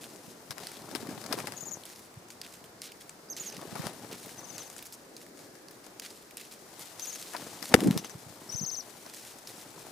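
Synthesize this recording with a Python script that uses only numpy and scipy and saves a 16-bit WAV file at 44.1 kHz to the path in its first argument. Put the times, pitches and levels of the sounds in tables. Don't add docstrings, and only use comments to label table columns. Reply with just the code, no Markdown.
import sys
import numpy as np
from scipy import signal
from scipy.fft import rfft, irfft, next_fast_len
from scipy.io import wavfile
from scipy.ndimage import uniform_filter1d

SR = 44100
rng = np.random.default_rng(int(sys.argv[2]) if len(sys.argv) > 2 else 0)


def pcm_store(signal):
    levels = np.round(np.clip(np.atleast_2d(signal), -1, 1) * 32767)
    wavfile.write(sys.argv[1], SR, levels.astype(np.int16).T)


def how_loud(loudness_db):
    steps = np.asarray(loudness_db, float) / 20
    return 10 ** steps


N = 437031
TIME = np.arange(N) / SR
FFT_SIZE = next_fast_len(N)
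BINS = np.maximum(np.arange(FFT_SIZE // 2 + 1) * SR / FFT_SIZE, 1)


def shaped(x, gain):
    return irfft(rfft(x, FFT_SIZE) * gain, FFT_SIZE)[:N]


def colour(x, points):
    hz, db = np.transpose(points)
    top_loss_db = 20 * np.clip((BINS - 15500) / 110, 0, 3)
    return shaped(x, how_loud(np.interp(np.log(BINS), np.log(hz), db) - top_loss_db))


def band(x, lo_hz, hi_hz):
    sos = signal.butter(3, [lo_hz, min(hi_hz, 0.45 * SR)], "bandpass", fs=SR, output="sos")
    return signal.sosfilt(sos, x)


def rms(x):
    return np.sqrt(np.mean(x ** 2))


def walk(rate):
    hold = int(SR / rate)
    targets = np.repeat(rng.standard_normal(N // hold + 1), hold)
    level = uniform_filter1d(targets, hold)[:N]
    return level / level.std()


def pan(db):
    gains = how_loud(np.array([db, -db]) / 2)
    return 2 * gains / gains.sum(0)


def add(out, s, sound, pan_db):
    i = int(s * SR)
    out[:, i:i + len(sound)] += pan(pan_db)[:, None] * sound[:N - i]


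def grit(rate, flicker_db, spread_db, smear):
    breaks = (rng.random(N) < rate / SR) * how_loud(spread_db * np.minimum(rng.exponential(size=N), 2))
    breaks = signal.lfilter([1], [1, -min(smear, 0.999)], breaks)
    patches = how_loud(flicker_db * (walk(60) + 0.89 * walk(250)))
    return rng.standard_normal(N) * (1 + breaks) * patches


def tilted(x, bright_db):
    # (f/Hz, level/dB per Hz)
    rustle_colour = [(710, -36), (1200, -9), (1820, -4.5), (2150, -4), (4020, -1), (5790, -3),
                     (10100, -5.5), (14500, -11.5)]
    x = colour(x, rustle_colour)
    low, high = band(x, 990, 5160), band(x, 4820, 29000)
    low = low / rms(band(low, 1600, 4550))
    high = high / rms(band(high, 6570, 14100))
    return low + how_loud(bright_db) * high


def lawn():
    # (f/Hz, level/dB per Hz)
    lawn_colour = [(17, -24), (30, -15), (127, -8.5), (350, 0.6), (1630, -9.5), (3200, -17), (5000, -14.5),
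                   (14500, -24)]
    # (f/Hz, likeness from 0 to 1)
    likeness = [(60, 0.5), (130, 0.84), (290, 0.93), (640, 0.33), (1410, 0), (3100, 0), (6820, 0.08),
                (15000, 0)]
    level_db = -55.5
    hz, like = np.transpose(likeness)
    like = np.clip(np.interp(np.log(BINS), np.log(hz), like), 0, 1)
    mid = shaped(colour(rng.standard_normal(N), lawn_colour), np.sqrt(1 + like))
    side = shaped(colour(rng.standard_normal(N), lawn_colour), np.sqrt(1 - like))
    both = np.array([1.08 * (mid + side), mid - side])
    low_breath = band(both, 100, 880) * (how_loud(1.9 * walk(4)) - 1)
    high_breath = band(both, 1900, 4300) * (how_loud(1.6 * walk(6) - 1.0) - 1)
    both = both + low_breath + high_breath
    return both * how_loud(level_db) / rms(both.mean(0))


def far_calls():
    # (t/s of the middle, half length/s, f/Hz, level/dB)
    calls = [
        (3.5, 0.13, 1640, -67),
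        (5.58, 0.16, 1650, -65),
    ]
    flutter = walk(110)
    out = np.zeros(N)
    for s, half_s, hz, db in calls:
        swell = np.exp(-((TIME - s) / half_s) ** 2)
        phase = 2 * np.pi * np.cumsum(hz + 110 * walk(90)) / SR
        out += how_loud(db + 2.7 * flutter) * swell * np.sin(phase)
    return np.array([out, out])


def moves():
    # (t/s of the peak, rumble level/dB, swell/s by 10 dB, fade/s by 10 dB, cloth against rumble/dB)
    shifts = [(0.1, -57.5, -1, 1.3, -9), (.6, -53.5, 0, 0.2, -1.5), (.97, -46, 0.13, 0.27, -9.5),
              (1.12, -48, 0.16, 0.2, -14), (1.39, -44, 0.13, 0.1645, -6.5), (1.8, -56.5, 1.5, 0.04, -7),
              (2.6, -61, 1.5, -1, -25), (3.55, -55, -0.25, 0.6, -7), (3.85, -44.5, 0.18, 0.13, -5),
              (4.02, -51.5, 0.03, 0.65, -11), (4.55, -53.5, 0.25, 0.18, -3.5), (5.4, -60, 0.1, 0.2, -9.5),
              (5.85, -61.5, 0.2, 0.5, -8), (6.83, -62, 0.2, 1.5, 4.5), (7.4, -52, 0.1, 0.77, -4),
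              (7.73, -36, 0.02, 0, -12), (7.78, -35, 0.0233, -0.0263, -28),
              (7.869, -32, 0.0532, -0.0869, -31), (7.94, -38, 0, -0.06, -25), (8.28, -79, 2, 7, -23),
              (8.62, -58.5, -0.7, -0.4, -27), (8.8, -69.5, 1, 2, 7.5), (9.9, -54, 0.5, 1.1, -6)]
    still_rumble_db, still_cloth_db = -67.5, -81
    rumble, cloth = how_loud(2 * still_rumble_db), how_loud(2 * still_cloth_db)
    t = TIME[::64]
    for s, db, swell_s, fade_s, cloth_db in shifts:
        distance = np.maximum((s - t) / abs(swell_s), (t - s) / abs(fade_s))
        power = how_loud(2 * db - 20 * distance)
        rumble = rumble + power
        cloth = cloth + power * how_loud(2 * cloth_db)
    return [np.interp(TIME, t, 10 * np.log10(p)) for p in (rumble, cloth)]


def sleeve():
    db = moves()[1]
    bright_db = 3 - 0.38 * (db + 62.0)
    near, stray = (how_loud(db) * tilted(grit(90, 1.56, 4.1, 0.897), bright_db) for _ in range(2))
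    right_only = np.array([[0], [0.25]])
    return near * pan(12.8)[:, None] + right_only * stray


def handling():
    # (f/Hz, level/dB per Hz)
    body_colour = [(30, -53), (104, -4), (171, -0.5), (812, -3), (1590, -12.5), (2500, -15), (3250, -51),
                   (5500, -120)]
    # (breaks per s, flicker/dB, spread/dB, smear from 0 to 1)
    body_grain = (150, 1.8, 1.5, 0.99)
    db, cloth_db = moves()
    scrape_db = 2.5 + 0.48 * (cloth_db - db)
    out = 0
    for share in ([1.18, 0.95], [0.24, -0.17]):
        x = colour(grit(*body_grain), body_colour)
        low, high = band(x, 70, 387), band(x, 552, 2120)
        low = low / rms(band(low, 90, 356))
        high = high / rms(band(high, 520, 1530))
        out = out + np.array(share)[:, None] * (low + how_loud(scrape_db) * high)
    return out * how_loud(db - 1.5)


def swing(hz, cycles):
    t = np.arange(-1.5 * cycles / hz, 1.5 * cycles / hz, 1 / SR)
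    return np.cos(2 * np.pi * hz * t - 0.6) * np.exp(-(2 * t * hz / cycles) ** 2)


def bumps():
    # (t/s, peak level/dB, f/Hz)
    touches = [(0.497, -37, 140), (0.275, -42, 180), (0.913, -41, 250), (1.108, -35, 250),
               (1.176, -37, 230), (1.374, -31, 360), (3.537, -35.5, 570), (3.577, -38, 200),
               (3.672, -37, 200), (3.722, -33.5, 200), (4.112, -36, 504), (4.125, -35, 400),
               (4.266, -40, 302), (7.62, -40, 247), (7.8706, -14, 300), (8.045, -34.5, 614),
               (0.514, -34, 850), (4.046, -38.5, 610), (7.734, -34, 1300), (7.79, -27, 230),
               (7.815, -24, 250), (7.843, -21, 258), (7.926, -28, 230), (7.937, -31, 220),
               (7.948, -25, 260), (7.992, -36, 200), (8.17, -46, 150), (8.261, -41, 130), (8.295, -46, 120),
               (9.064, -35, 790), (9.866, -37.5, 710), (0.574, -35, 840), (0.95, -27, 322),
               (1.026, -32, 230), (1.087, -29, 264), (1.144, -46, 231), (1.305, -30.5, 250),
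               (1.325, -22, 937), (1.338, -27.5, 404), (1.385, -26, 840), (2.167, -38, 126),
               (3.626, -32.5, 640), (3.651, -33, 382), (3.759, -27.5, 780), (3.793, -27, 173),
               (3.858, -29, 171), (3.868, -26.5, 616), (7.3475, -22, 895), (7.774, -26, 202),
               (7.803, -27, 883), (7.826, -16, 310), (7.855, -16, 240), (7.8645, -13, 240),
               (7.88, -12, 203), (7.903, -14, 200), (7.959, -19.5, 194), (8.147, -34, 145),
               (8.544, -29.5, 143), (8.609, -29, 180), (8.628, -30.5, 168)]
    out, t = np.zeros((2, N)), np.arange(1300) / SR
    for s, db, hz in touches:
        noise = rng.standard_normal(len(t))
        add(out, s + 0.002 - 1.606 / hz, how_loud(db - 6.5) * swing(hz, 1.562), 30.)
        right_lead = (1.6 - 0.21 * noise[0]) / hz
        add(out, s + 0.002 - right_lead, how_loud(db - 6.5) * swing(hz, 1.614), -30.)
        scuff = band(noise, 0.66 * hz, 2.12 * hz) * np.exp(-((t - 0.012) / 0.012) ** 2)
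        add(out, s - 0.009, how_loud(db - 5.5 - 2600 / hz) * scuff / abs(scuff).max(), 6.)
    return band(out, 72, 13000)


def knock():
    # (t/s, peak level/dB, f/Hz, cycles)
    swings = [
        (7.7413, 1, 1450, 1.1),
        (7.7422, 0.5, 620, 0.46),
        (7.7452, -4.5, 370, 0.66),
        (7.7496, -5.5, 368, 1.3),
    ]
    # (t/s, level/dB, length/ms)
    crack_setting = (7.7387, -3.5, 1.0)
    out, t = np.zeros((2, N)), np.arange(1300) / SR
    for k, (s, db, hz, cycles) in enumerate(swings):
        sign = -1 if k == 1 else 1
        moving = sign * swing(hz, cycles)
        add(out, s - 1.6 * cycles / hz, how_loud(db - 4.5) * moving, 30.)
        add(out, s - (1.66 * cycles - 0.15) / hz, how_loud(db - 6.5) * moving, -30.)
    s, db, ms = crack_setting
    crack = band(rng.standard_normal((2, len(t))), 740, 6300)
    crack = crack + 0.37 * band(rng.standard_normal((2, len(t))), 5500, 14000)
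    first = np.exp(-((1000 * t - 3.3) / ms) ** 2)
    second = 0.2 * np.exp(-((1000 * t - 5.9) / 0.7) ** 2)
    crack = crack * (first + 0.1 * np.exp(-t / 0.0062) + second)
    add(out, s, how_loud(db) * crack[0], 12.)
    add(out, s, how_loud(db - 10.0) * crack[1], -30.)
    return band(out, 72, 13000)


def add_tick(out, s, db, hz, pan_db):
    t = np.arange(1000) / SR
    noise = rng.standard_normal((4, len(t)))
    splinters = np.minimum(np.repeat(noise[3, :20], 50) ** 2 + 0.3, 1.8)
    tail = 0.21 * splinters * np.exp(-t / (0.0038 + 0.00081 * abs(pan_db)))
    burst = noise[:3] * np.clip(t / 0.00044, 0, 1) * (np.exp(-t / 0.0012) + tail)
    burst[0, 4] += 1.77 + 0.28 * max(db + 28, 0)
    tick = 0.72 * band(burst, 1910, 12200)
    tick = tick + 0.83 * band(burst, hz / 1.4, hz * 1.325)
    tick = tick + 0.6 * band(burst, 4600, 5500)
    tick[0] += 0.11 * max(pan_db + 3.5, 0) * band(burst[2], 430, 2120)
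    tick = tick * how_loud(db - 0.07) / abs(tick[0]).max()
    add(out, s, tick[0], pan_db)
    add(out, s, tick[1] * how_loud(-27.5 + abs(pan_db)), -pan_db)


def claws():
    # (t/s, peak level/dB, ring f/Hz, left minus right/dB)
    catches = [(0.5074, -25.5, 4900, 11.5), (0.5812, -26.5, 1770, 15), (0.9507, -21, 4600, 17.5),
               (1.07, -34.5, 1950, 20), (1.2398, -32.5, 5000, 17), (1.262, -28.5, 5730, 13),
               (1.3075, -38, 4850, 15), (0.957, -26, 3300, 13), (7.335, -29, 1500, 12),
               (7.7428, -5, 1500, 20), (7.843, -29, 800, 6), (7.873, -26, 1100, 5.5),
               (1.3263, -17.5, 4860, 18), (1.331, -23, 4830, 8), (1.4018, -26, 1530, 22),
               (1.4707, -27.5, 1920, 23), (1.521, -31.5, 1580, 25), (2.3036, -33, 5430, 4),
               (3.0937, -32, 7240, 6), (5.865, -36.5, 1700, 14), (3.8685, -23, 1670, 10),
               (5.373, -41.5, 5670, 7), (7.365, -26.5, 4650, 13), (7.6259, -26.5, 5040, 17),
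               (7.805, -23, 3200, 8), (7.9098, -21.5, 3500, 6.5), (7.9763, -14.5, 4630, 6),
               (8.0454, -30, 4050, 10), (4.122, -39, 5030, 0), (4.26, -35, 11000, 3), (4.31, -44, 8000, 0),
               (3.387, -39, 5000, 0), (3.408, -33, 3700, -3), (3.436, -36, 3000, -2), (3.526, -34, 3000, 0),
               (3.546, -35, 3000, 0), (3.579, -41, 11000, 0), (8.643, -39, 10500, 0), (7.927, -38, 3200, 5),
               (1.09, -36, 2100, 16)]
    out = np.zeros((2, N))
    for s, db, hz, pan_db in catches:
        add_tick(out, s, db, hz, pan_db)
    return out


def snaps():
    # (t/s, peak level/dB, ring f/Hz, left minus right/dB)
    faint_snaps = [(0.1002, -39, 2840, 0), (0.16, -37, 6530, 7.0), (0.5154, -28, 4920, 5),
                   (0.636, -30, 5160, -3), (0.7164, -30, 2380, -1), (0.769, -32.5, 3700, 8),
                   (0.8194, -35, 4960, 3.5), (0.9126, -32.5, 4700, 10), (1.108, -35, 5400, 9.0),
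                   (1.177, -33.5, 4090, 12), (1.2151, -33.5, 5320, 7), (1.8991, -37, 6410, 6.5),
                   (1.96, -36.5, 4920, 4), (1.9934, -35.5, 10500, 3), (2.141, -37.5, 3000, -0.5),
                   (2.2845, -40, 6600, 3), (2.464, -34, 2640, 0), (2.5388, -35.5, 3310, -4),
                   (3.6145, -32, 4150, 3), (3.7544, -30, 2440, 13), (3.819, -31, 4960, 14),
                   (3.935, -37, 8430, 2), (4.045, -34, 2480, 12), (4.1139, -35, 5180, 3),
                   (4.292, -33.5, 2500, 6), (4.7001, -30, 7000, 5), (4.7643, -30, 7740, 6),
                   (5.2644, -39, 2360, 1.5), (5.2794, -49, 8560, 3.5), (5.391, -39, 5520, 11),
                   (5.5528, -40, 5630, 9), (5.71, -35, 10800, 2), (5.842, -40, 5120, 7),
                   (6.0216, -33, 3000, 2), (6.1039, -32.5, 5030, 0), (6.3091, -36, 3080, -3),
                   (6.398, -33, 4090, -1), (6.524, -32, 2850, 2), (6.8178, -36, 4100, 9),
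                   (6.883, -35.5, 4160, -5.5), (7.8361, -25, 2160, 6), (8.096, -33, 5990, 12),
                   (9.2496, -36, 3200, 3), (9.3855, -34.5, 7330, -1), (9.491, -35, 4150, 2),
                   (9.867, -37, 7520, -4)]
    out = np.zeros((2, N))
    for s, db, hz, pan_db in faint_snaps:
        add_tick(out, s, db - 2.5, hz, 1.35 * pan_db)
    return out


def beaks():
    # (t/s, peak level/dB, ring f/Hz)
    strikes = [(0.0406, -32.5, 3370), (1.836, -31, 3980), (0.6698, -22.5, 4900), (1.3874, -26.5, 5250),
               (1.854, -30, 8500), (2.4149, -25, 4800), (2.641, -39, 3500), (2.818, -26.5, 4570),
               (2.919, -37, 3000), (3.366, -27.5, 6290), (3.449, -35, 6700), (3.4994, -31, 1830),
               (3.567, -30.5, 5600), (4.129, -30, 1620), (4.581, -24, 6230), (4.781, -33, 7040),
               (4.8254, -32.5, 11000), (4.855, -33, 10900), (4.9242, -34, 10900), (5.166, -33, 5370),
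               (5.684, -35, 5030), (5.9974, -24, 5800), (6.3704, -23.5, 8500), (6.412, -33, 2760),
               (6.794, -33, 9840), (6.996, -25, 5800), (7.056, -28, 6800), (9.063, -35, 5300),
               (9.1376, -31.5, 2440), (9.4728, -31, 4860)]
    out = np.zeros((2, N))
    for s, db, hz in strikes:
        add_tick(out, s, db, hz, -2)
    return out


def crunch():
    # (t/s, length/ms, level/dB, brightness/dB)
    bites = [(0.008, 51, -53.5, 1), (0.632, 71, -52.5, -4), (0.69, 102, -55, -2), (1.37, 33, -52, 4.5),
             (1.85, 85, -55.5, 2), (2.43, 40, -52, -5), (2.819, 58, -52.5, -0.5), (2.881, 43, -55, -9),
             (3.004, 18, -56, 0), (3.364, 47, -49.5, -2), (3.42, 75, -52, -1.5), (3.512, 63, -56, -11),
             (3.823, 42, -63, 0), (4.11, 50, -51.5, -5), (4.578, 57, -52, -1), (4.772, 21, -52, 2.5),
             (4.857, 18, -56.5, 8.5), (4.925, 31, -60.5, 10), (6.018, 50, -49, -2), (6.37, 90, -55, -1),
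             (6.509, 36, -56.5, 2.5), (6.797, 64, -56, 5.5), (7.0, 290, -52, 1.5), (7.617, 58, -52.5, 2),
             (7.65, 89, -53.5, 3), (7.775, 170, -51, -1), (7.975, 28, -54, -3), (8.038, 30, -52, -11),
             (9.055, 80, -58.5, 0), (9.139, 39, -57, 5), (9.474, 66, -56, 3)]
    # (t/s, length/ms, level/dB)
    nibbles = [(1.95, 126, -64), (2.49, 120, -64.5), (4.17, 240, -59.5), (4.542, 18, -62.5),
               (4.64, 140, -61), (5.164, 71, -62), (5.375, 91, -64.5), (5.55, 37, -73), (5.71, 50, -66.5),
               (5.84, 47, -66.5), (2.3, 33, -61), (2.64, 25, -65.5), (9.79, 40, -60), (0.23, 100, -64),
               (6.075, 72, -61.5), (7.16, 440, -56.5), (7.714, 29, -55), (8.4, 190, -62), (8.964, 90, -63),
               (9.18, 160, -59), (9.562, 72, -58.5), (9.63, 280, -70)]
    nibble_bright_db, crumble_bright_db = 3, 2.0
    gain, bright_db = np.zeros(N), np.full(N, crumble_bright_db)
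    crumble = how_loud(-8.5) * np.exp(-TIME[:SR // 4] / 0.14)
    rows = [(s, ms, db, nibble_bright_db) for s, ms, db in nibbles] + list(bites)
    for s, ms, db, tilt_db in rows:
        start, size = int(s * SR), int(ms * SR / 1000)
        sag = how_loud(np.linspace(1.2, -1.2, size))
        shape = how_loud(db) * np.r_[sag, crumble][:N - start]
        span = slice(start, start + len(shape))
        gain[span] = np.maximum(gain[span], shape)
        bright_db[start:start + size] = tilt_db
    gain = signal.lfilter([1 / 90], [1, -89 / 90], gain)
    bright_db = uniform_filter1d(bright_db, size=130)
    mid, side = (gain * tilted(grit(220, 1.8, 5.6, 0.91), bright_db) for _ in range(2))
    return np.array([mid + 0.089 * side, mid - 0.29 * side])


def whistle(t, ms, hz_range, singer, bend, db, flutter):
    top_hz, end_hz = hz_range
    from_hz, _, drop_hz, octave_db, _ = singer
    drop_ms, fade_db, curve = bend
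    fall = np.clip((t - ms) / drop_ms + 1, 0, 1) ** 1.2
    fall = fall * fall * (3 - 2 * fall)
    slide = np.clip((t - 5.0) / (ms - 4.0), 0, 1) ** curve
    jump = max(top_hz - from_hz, 0) * np.exp(-(t / 2.45) ** 1.32)
    drop = drop_hz * (ms / 45) ** 0.38 * fall
    hz = top_hz + slide * (end_hz - top_hz) - jump - drop
    phase = 2 * np.pi * np.cumsum(hz) / SR
    shape = how_loud(db + fade_db * fall) * np.clip(t / 2.0, 0, 1) * np.clip((ms - t) / 2.6, 0, 1)
    octave = how_loud(octave_db + 2.3 * flutter) * (1 - fall) ** 2 * np.clip(t / 4.9, 0, 1)
    return shape * (np.sin(phase) + octave * np.sin(2 * phase))


def trills():
    # (t/s, length/ms, top f/Hz, level/dB, swell/dB)
    whistles = [
        [(1.563, 33, 6830, -43, 0), (1.606, 41, 7160, -39.5, -4), (1.655, 43, 7370, -38.5, -1.5),
         (1.71, 41, 7150, -37, -1.5)],
        [(3.286, 7.8, 5400, -46, 0), (3.299, 38, 6600, -36, -2), (3.366, 26, 6350, -44, -3),
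         (3.397, 46, 7130, -36.5, -8), (3.459, 41, 6830, -39, -1), (3.521, 17, 6530, -46, -3)],
        [(4.38, 23, 6150, -45, 2), (4.42, 40, 6500, -57, 13), (4.467, 48, 6760, -55, 11),
         (4.523, 49, 6900, -53.5, 8), (4.585, 44, 6600, -50, 7), (4.645, 39, 6530, -50.5, 0)],
        [(6.995, 13, 6050, -40, -3), (7.019, 37, 6440, -36, -3), (7.069, 47, 6900, -37.5, -1.5),
         (7.124, 45, 6860, -40, -4), (7.198, 27, 6500, -47.5, -1)],
        [(7.985, 22, 6150, -36.5, -7), (8.047, 16, 6400, -41, -4), (8.105, 15, 6100, -43.5, 0)],
        [(8.491, 19, 5700, -39, 2), (8.517, 36.5, 6160, -37.5, 1), (8.558, 46, 6500, -35, 1),
         (8.608, 46.5, 6630, -34, 0), (8.66, 46.5, 6670, -33.5, -0.5), (8.712, 46, 6520, -35.5, 0),
         (8.763, 49, 6520, -35.5, -2)],
    ]
    # (f/Hz it jumps from, f/Hz where the slide ends, final drop/Hz, octave/dB, waver/dB)
    singers = [(5700, 6300, 780, -15, 3), (5700, 5950, 1450, -13.5, 1.5), (6300, 5950, 800, -26, 3),
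               (5800, 5950, 800, -15, -0.5), (6000, 5800, 1000, -17, 2), (5040, 5850, 1700, -20, 1.5)]
    # (final drop/ms, fade in the drop/dB, curve of the slide: under 1 quick at first)
    bends = [(11, -10, 0.98), (12, -6, 0.91), (10.5, -10, 1.0), (12, -9, 0.9), (9, -8, 1.1), (8.2, -6, 0.7)]
    # (left minus right/dB, clear echo/dB, blurred echoes/dB)
    perches = [(12, -8, -7), (-5, -16, -9), (12, -9, -17), (12, -18, -10), (3, -14, -22), (13, -8, -13)]
    out, waver, flutter = np.zeros((2, N)), np.clip(walk(260), -1.5, 1.5), walk(110)
    lag = np.arange(1500) / SR
    blur = rng.standard_normal(len(lag)) * np.exp(-lag / 0.02) * (lag > 0.003)
    blur = blur / np.sqrt(np.sum(blur ** 2))
    for notes, singer, bend, (pan_db, echo_db, blur_db) in zip(whistles, singers, bends, perches):
        middle = np.mean([note[0] for note in notes])
        knee_hz, waver_db = singer[1], singer[4]
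        for s, ms, top_hz, level_db, swell_db in notes:
            t = np.arange(int(ms * SR / 1000)) * 1000 / SR
            span = slice(int(s * SR), int(s * SR) + len(t))
            tired_hz = 490 * (s - middle)
            end_hz = min(knee_hz - 100 - tired_hz, top_hz)
            swell = np.interp(t, [0.24 * ms, 0.67 * ms], [0, swell_db])
            db = level_db + swell + waver_db * waver[span]
            note = whistle(t, ms, (top_hz, end_hz), singer, bend, db, flutter[span])
            add(out, s, note, pan_db)
            add(out, s + 0.0069, note * how_loud(echo_db), 0.6 * pan_db)
            add(out, s, signal.fftconvolve(note, blur) * how_loud(blur_db), 0.6 * pan_db)
    return out


def scene():
    background = lawn() + far_calls()
    hand = sleeve() + handling() + bumps() + knock()
    pecking = claws() + snaps() + beaks() + crunch()
    return background + hand + pecking + trills()


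def roll_off(x):
    return signal.sosfilt(signal.butter(12, 16500, fs=SR, output="sos"), x)


def record(dry):
    clipped = np.clip(dry, -0.94, 0.94)
    top_cut = signal.ellip(10, 0.1, 85, 16150, fs=SR, output="sos")
    mix = signal.sosfilt(top_cut, clipped)
    return roll_off(mix)


dry = scene()
out = record(dry)
pcm_store(out)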